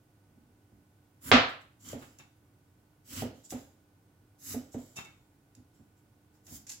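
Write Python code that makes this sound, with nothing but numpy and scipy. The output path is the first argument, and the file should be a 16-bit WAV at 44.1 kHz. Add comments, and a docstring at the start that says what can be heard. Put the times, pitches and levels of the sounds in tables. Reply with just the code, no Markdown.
"""Crunches, most ending in a knock, sound close by as a cleaver pares a tough root in a small kitchen.
Fibres snap before the edge, which then strikes a plastic cutting board and excites its modes; the first
stroke breaks through with a loud crack over a low boom. Between strokes the steel blade scrapes peel
aside and rings faintly, and soft low thumps and swells come and go. An appliance hums underneath."""
import sys
import numpy as np
from scipy import signal
from scipy.fft import rfft, irfft
from scipy.io import wavfile

SR = 44100
rng = np.random.default_rng(int(sys.argv[2]) if len(sys.argv) > 2 else 0)


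def wav_record(signal):
    """Record a signal, one row per channel, as 16-bit PCM in the file named by sys.argv[1]."""
    frames = np.transpose(np.atleast_2d(signal))
    bounded = np.clip(frames, -1, 1)
    # unit amplitude maps onto the largest positive 16-bit level
    quanta = np.round(bounded * 32767).astype(np.int16)
    wavfile.write(sys.argv[1], SR, quanta)


N = 299880
TIME = np.arange(N) / SR
RING = TIME[:SR * 4 // 5]  # time axis of one event and its decay

# spectrum of a low judder: frequency_hz, relative_db
JUDDER = [(25, -20), (60, -2.5), (110, 0.5), (170, -8.5), (250, 2.5), (400, -16.5), (800, -25.5),
          (1500, -33), (4000, -60)]


def amp(db):
    """Amplitude grows tenfold with every 20 dB."""
    return 10 ** (np.asarray(db) / 20)


def unit(x):
    """Normalisation to an rms of 1."""
    return x / np.sqrt(np.mean(x ** 2) + 1e-20)


def read(points, hz):
    """Interpolation on a logarithmic frequency axis."""
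    f, value = np.transpose(points)
    return np.interp(np.log(hz + 1), np.log(f + 1), value)


def add(mix, start_s, sound):
    """Superposition: a sound sums into the mix from start_s on."""
    part = mix[:, max(round(start_s * SR), 0):][:, :sound.shape[-1]]
    part += sound[..., :part.shape[1]]


def swell(rise_s, t60_s):
    """Exponential decay, 60 dB in t60_s, after a smooth rise to 1."""
    attack = np.sin(np.pi / 2 * np.clip(RING / rise_s, 0, 1)) ** 2
    return attack * amp(-60 * np.maximum(RING - rise_s, 0) / t60_s)


def colour(x, spectrum, size=4096):
    """Minimum-phase filtering: a causal response of unit energy imposes the spectrum's shape."""
    log_gain = np.log(amp(read(spectrum, abs(np.fft.fftfreq(size, 1 / SR)))))
    response = np.exp(np.conj(signal.hilbert(log_gain)))
    taps = np.fft.ifft(response).real[:size // 2]
    return signal.oaconvolve(x, taps[None] / np.linalg.norm(taps), axes=1)[:, :x.shape[1]]


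def diffuse(x):
    """Spatial coherence: two close points in a diffuse field are alike only at long wavelengths."""
    # likeness of left and right: frequency_hz, correlation
    coherence = [(60, .99), (180, .97), (350, .85), (700, .6), (1400, -.15), (2800, .15), (6000, .05),
                 (14000, 0)]
    a, b = rfft(x)
    same = read(coherence, np.fft.rfftfreq(x.shape[1], 1 / SR))
    mid, side = a * np.sqrt((1 + same) / 2), b * np.sqrt((1 - same) / 2)
    return irfft(np.array([mid + side, mid - side]), x.shape[1])


def noise(size):
    """A diffuse field of white noise in two channels."""
    return diffuse(rng.standard_normal((2, size)))


def grains(size, per_s, spread_db):
    """A Poisson process: tiny snaps of uneven size, each a brief burst of noise."""
    onsets = rng.random(size) < per_s / SR
    snaps = onsets * amp(spread_db * np.minimum(rng.exponential(1, size), 4))
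    energy = signal.lfilter([1], [1, -np.exp(-1 / 10)], snaps ** 2)
    return unit(np.sqrt(energy) * noise(size))


def ring(modes, rise_s):
    """Free vibration: a sum of damped modes, each with a random phase in each channel."""
    return sum(amp(db) * swell(rise_s, t60_s) * np.sin(2 * np.pi * (hz * RING + rng.random((2, 1))))
               for hz, db, t60_s in modes)


def echoes(build_s):
    """Reverberation: dense reflections build up, then each band decays at its own rate."""
    # reverberation time of the kitchen: frequency_hz, t60_s
    decay_times = [(100, 0.48), (250, .33), (500, 0.37), (1500, 0.42), (4000, 0.399), (8000, 0.26),
                   (15000, 0.24)]
    reflections = diffuse(rng.choice([-1., 1.], (2, len(RING))))
    hz, t, bands = signal.stft(reflections, SR, nperseg=256)
    decay = amp(-60 * t / read(decay_times, hz)[:, None])
    tail = signal.istft(bands * decay, SR, nperseg=256)[1][:, :len(RING)]
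    tail *= np.minimum(RING / build_s, 1)
    return tail / np.linalg.norm(tail[0])


def kitchen(x, wet_db):
    """The reverberant field adds to the direct sound."""
    return x + amp(wet_db) * signal.fftconvolve(x, echoes(build_s=0.0043), axes=1)[:, :N]


def appliance_and_air():
    """Phase diffusion broadens each tone of the appliance; room air adds a noise floor."""
    # appliance tones: pitch_hz, linewidth_hz, level_db
    tones = [(102, 6, -74), (297, 8, -74), (770, 20, -94), (1430, 14, -94), (1486, 14, -86.5)]
    # spectrum of the room air: frequency_hz, relative_db
    air = [(12, -64), (20, -33.5), (42, -9), (70, -13.5), (93, 0.5), (176, -10.5), (233, -11.5),
           (300, -13.5), (655, -21.5), (754, -20), (1470, -27.5), (1900, -29), (4000, -35), (15800, -36)]
    drift = np.cumsum(rng.standard_normal((len(tones), N)), axis=1) * np.sqrt(2 * np.pi / SR)
    hum = sum(amp(db) * unit(np.sin(2 * np.pi * hz * TIME + np.sqrt(width_hz) * walk))
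              for (hz, width_hz, db), walk in zip(tones, drift))
    return hum + amp(-65.5) * unit(colour(noise(N), air))


def bumps():
    """Amplitude-shaped low noise: soft thumps and swells, including the boom under the loud chop."""
    # low thumps and swells: start_s, rise_s, t60_s, level_db
    thumps = [(.25, 0.14, 0.94, -63.5), (0.715, 0.0078, 0.5, -58.5), (1.27, 0.085, 0.34, -34),
              (5.56, 0.025, 0.27, -56.5), (5.785, 0.012, 0.39, -56.5), (6.475, 0.055, 0.38, -50)]
    out = np.zeros((2, N))
    for start_s, rise_s, t60_s, db in thumps:
        add(out, start_s, amp(db) * colour(swell(rise_s, t60_s) * noise(len(RING)), JUDDER))
    return out


def near_reflections(x, strength):
    """Interference: reflections off blade and peel within 2 ms ripple the spectrum."""
    taps = rng.standard_normal(SR // 500) * np.linspace(1, 0, SR // 500)
    taps *= strength / np.linalg.norm(taps)
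    taps[0] = 1  # direct path
    return signal.oaconvolve(x, taps[None] / np.linalg.norm(taps), axes=1)


def stroke(tear, rub, coarse):
    """Fracture and friction: fibres snap, the blade's cheek rubs, the uneven force shakes the board."""
    # spectra of fine and coarse snaps: frequency_hz, relative_db
    fine_snaps = [(2200, -20), (3200, -7), (3900, -2.5), (4400, -7), (5100, -2), (6000, -3), (7800, 1),
                  (8600, -6), (9400, -4), (11000, 2), (13000, -1), (15700, -1)]
    coarse_snaps = [(400, -9), (800, -13.5), (1250, 0.5), (1700, -3.5), (2200, -1.5), (2550, -6), (3100, 0),
                    (3600, -9.5), (4400, -6), (6500, -17.5)]
    # rubbing hiss with a narrow peak near 7.3 kHz: frequency_hz, relative_db
    hiss_spectrum = [(2500, -28), (4200, -15.5), (5200, -8), (6200, -6.5), (6900, -2.5), (7350, 1.5),
                     (7900, -4.5), (8600, -20.5), (11000, -23.5)]
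    size = len(tear)
    snaps = colour(amp(2) * tear * grains(size, per_s=8000, spread_db=2.6), fine_snaps)
    crunch = colour(tear * coarse * grains(size, per_s=2700, spread_db=2), coarse_snaps)
    hiss = colour(amp(-2) * rub * grains(size, per_s=24000, spread_db=3), hiss_spectrum)
    shake = colour(amp(3) * tear * coarse * noise(size), JUDDER)
    sound = near_reflections(snaps + crunch + hiss, strength=0.42)
    add(sound, 0, shake)
    return sound


def push(length_s, crest, tear_db, rub_db, coarse_db):
    """Loading to failure: the force arches up, the crunch coarsens with depth, the root gives way."""
    entry_s, release_s, release_db_per_s = 0.022, 0.11, 600
    slack_db, coarsen_db = 30.5, 10
    t = np.arange(0, length_s + release_s, 1 / SR)
    depth = np.minimum(t / length_s, 1)
    arch_db = -slack_db * (depth / crest - 1) ** 2
    release_db = -release_db_per_s * np.maximum(t - length_s, 0)
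    force = np.minimum(t / entry_s, 1) * amp(arch_db + release_db)
    coarse = amp(coarse_db + coarsen_db * (depth - crest))
    return stroke(amp(tear_db) * force, amp(rub_db) * force, coarse)


def slide(rise_s, t60_s, db):
    """Sliding friction: the cheek rubs along the moist cut face and catches stray fibres."""
    rub = amp(db) * swell(rise_s, t60_s)
    return stroke(tear=amp(-4.5) * rub, rub=rub, coarse=amp(-3.5))


def cutting():
    """Pushes and slides superpose and excite the room's reverberation."""
    # edge through the root: start_s, length_s, crest_fraction, tear_db, rub_db, coarse_relative_db
    pushes = [(1.197, .097, .98, -45, -48, -3), (1.785, .147, .76, -55, -50.5, 0),
              (3.034, 0.19, 0.76, -46.5, -47, -2), (3.423, 0.044, 0.73, -66, -54, -22),
              (3.48, 0.042, 0.85, -48.5, -48, -14.5), (4.375, 0.16, 0.91, -43, -44, -11),
              (4.699, .048, 0.83, -64.5, -54, -15), (6.426, 0.14, 1, -51.5, -50.5, -12.5)]
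    # cheek along the cut face: start_s, rise_s, t60_s, rub_db
    slides = [(1.475, 0.02, 0.17, -61), (1.595, 0.025, 0.084, -69.5), (1.789, 0.023, 0.15, -66.5),
              (1.96, 0.049, 0.77, -61.5), (3.32, 0.05, 0.66, -66.5), (3.541, 0.053, 0.45, -60.5),
              (4.56, 0.048, 0.78, -64.5), (4.75, 0.052, 1.147, -61.5), (5.73, .022, .5, -75.5),
              (5.96, 0.014, 0.21, -76), (6.32, 0.034, 0.183, -73.5)]
    out = np.zeros((2, N))
    for start_s, *row in pushes:
        add(out, start_s, push(*row))
    for start_s, *row in slides:
        add(out, start_s, slide(*row))
    return kitchen(out, wet_db=-4.5)


def knocks():
    """Impact excitation: the board booms and clacks; a hard landing cracks and rings the wedged blade."""
    # edge meets board: start_s, thud_db, clack_db, crack_db, spot_pitch_hz
    landings = [(1.3150, -13, -26, -13, 910), (1.9286, -36.5, -39, -56.5, 614),
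                (3.2194, -32, -33.5, -57, 760), (3.5220, -31.5, -38.5, -53.5, 702),
                (4.5401, -28, -39.5, -60, 481), (4.7415, -31, -39.5, -64, 419)]
    # direct path and first reflections off counter and wall: delay_s, left_gain, right_gain
    paths = [(.0008, 6, 12), (.0026, 10, 3), (.0076, 2.5, 6), (.0103, 5.5, 6)]
    # modes of board and counter: pitch_hz, relative_db, rise_s, t60_s
    board_modes = [(97, -9.5, 0.0045, 0.1), (206.3, -9, 0.0056, 0.11), (247.3, -2, 0.04, 0.13),
                   (277.5, -10, 0.0073, 0.29), (443, -12.5, 0.0057, 0.16), (583.6, -16.5, 0.0045, 0.091)]
    # modes of the blade wedged against the board: pitch_hz, relative_db, t60_s
    wedged_modes = [(528, -3, .42), (752, -4, .36), (1025, -6, .3), (1203, 1, .3), (1434, -3, .28),
                    (1461, -4, .3), (1621, -2, .3), (1846, -5, .26), (2061, 0, .24), (2778, -2, .32),
                    (2905, -3, .32), (3411, -5, .35), (3610, -6, .28)]
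    # spectra of the dull clack and the hard crack: frequency_hz, relative_db
    dull = [(25, -15), (60, -5.5), (130, -0.5), (180, -9), (260, 1), (360, -7.5), (520, -4.5), (800, -10.5),
            (1050, -23), (2000, -28.5), (6000, -53.5)]
    hard = [(30, -44), (130, -22), (380, -8.5), (550, 0), (750, -1), (900, -6), (1250, -0.5), (2000, -5),
            (3100, -6.5), (4200, -10.5), (5500, -18), (7500, -27), (9000, -48), (11500, -47.5),
            (16000, -57)]
    out, contact = np.zeros((2, N)), np.zeros((2, len(RING)))
    for delay_s, left, right in paths:
        add(contact, delay_s, np.array([[left], [right]]))
    boom = sum(amp(db) * swell(rise_s, t60_s) * np.sin(2 * np.pi * hz * RING)
               for hz, db, rise_s, t60_s in board_modes)
    clack_envelope = swell(0.0036, 0.1) + amp(-9) * swell(0.038, 0.44)
    tail_hold = 1 + 0.94 * np.minimum(RING / 0.043, 1)  # the crack's tail stays level for about 40 ms
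    for start_s, thud_db, clack_db, crack_db, spot_hz in landings:
        tock = swell(0.0054, 0.027) * np.sin(2 * np.pi * spot_hz * RING)
        clack = tock + colour(noise(len(RING)) * clack_envelope, dull)
        tail = echoes(build_s=0.001)
        tail = tail / np.std(tail[:, :SR // 50]) * tail_hold
        crack = colour(contact + amp(-5.5) * tail, hard)
        crack += amp(-12) * ring(wedged_modes, rise_s=0.002)
        add(out, start_s, amp(thud_db) * boom + amp(clack_db) * clack + amp(crack_db) * crack)
    return out


def scrapes(lag_s=0.016, db_per_octave=-20):
    """Friction drives resonance: grit sounds first, then the hollow board and the free blade swell."""
    # blade over board and peel: start_s, rise_s, t60_s, grit_db, hollow_db, steel_db, favoured_hz
    brushes = [(1.886, .001, 0.029, -41, -64, -84, 2670), (2.006, 0.0055, .2, -65, -52.5, -64, 1250),
               (2.184, .003, 0.046, -51, -55.5, -56, 2740), (3.504, 0.0029, .06, -43, -74.5, -79.5, 3600),
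               (4.953, .02, 0.081, -44.5, -44.5, -38.5, 3200),
               (5.044, 0.0023, 0.046, -49.5, -57.5, -52, 2200), (5.550, .001, .025, -53, -82.5, -75, 3670),
               (6.466, 0.0015, 0.041, -50.5, -61.5, -63, 3670),
               (6.666, .002, 0.24, -51.5, -68, -76.5, 3580), (6.6916, .0012, .11, -38.5, -60, -59, 2910),
               (6.712, .006, 0.13, -42.5, -65, -58, 5280)]
    # spectra of the gritty contact and the hollow board: frequency_hz, relative_db
    gritty = [(500, -37), (1500, -7), (2100, -6), (3300, -6.5), (4200, -4.5), (5500, 1.5), (7200, 7),
              (8800, -8.5), (11000, -5.5), (13000, -9), (15500, -19)]
    hollow_board = [(60, -5), (250, 6.5), (500, -5.5), (800, 1.5), (1400, -0.5), (2000, -4), (3500, -6),
                    (8000, -23)]
    # modes of the free blade: pitch_hz, relative_db, t60_s
    blade_modes = [(829, 14, .18), (1250, 3, .16), (2202, -5, .32), (2264, -11, .26), (2480, -6, .2),
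                   (2670, 0, .19), (2692, -8, .14), (3631, -10, .46), (3675, -6, .1), (4694, -11, .25),
                   (5383, 3, .17), (6853, 4, .2)]
    rough, steel = np.zeros((2, 2, N))
    for start_s, rise_s, t60_s, grit_db, hollow_db, steel_db, favoured_hz in brushes:
        friction = grains(len(RING), per_s=2500, spread_db=2)
        grit = colour(swell(rise_s, t60_s) * friction, gritty)
        hollow = colour(swell(rise_s + lag_s, t60_s=0.15) * friction, hollow_board)
        add(rough, start_s, amp(grit_db) * grit + amp(hollow_db) * hollow)
        # the point of contact favours the modes near one pitch
        modes = [(hz, db + db_per_octave * abs(np.log2(hz / favoured_hz)), decay_s)
                 for hz, db, decay_s in blade_modes]
        add(steel, start_s, amp(steel_db) * ring(modes, rise_s + lag_s))
    return kitchen(rough, wet_db=-4.5) + kitchen(steel, wet_db=-10)


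def scene():
    """A level difference between the channels places the whole sound a little to the right."""
    # excess of right over left: frequency_hz, difference_db
    lean = [(100, 1), (220, 3.43), (1300, 1), (3000, 1.5), (8000, 2)]
    lean_db = read(lean, np.fft.rfftfreq(N, 1 / SR))
    mix = cutting() + knocks() + scrapes() + bumps() + appliance_and_air()
    return irfft(rfft(mix) * amp([-lean_db / 2, lean_db / 2]), N)


def record(dry, low_hz=35, high_hz=16050):
    """Band limiting and saturation: the microphone cuts the lows, overloads softly, then cuts the top."""
    low_cut = signal.butter(2, low_hz, "highpass", fs=SR, output="sos")
    high_cut = signal.firwin(511, high_hz, window=("kaiser", 9), fs=SR)
    saturated = np.tanh(signal.sosfilt(low_cut, dry))
    return signal.oaconvolve(saturated, high_cut[None], "same")


dry = scene()
out = record(dry)
wav_record(out)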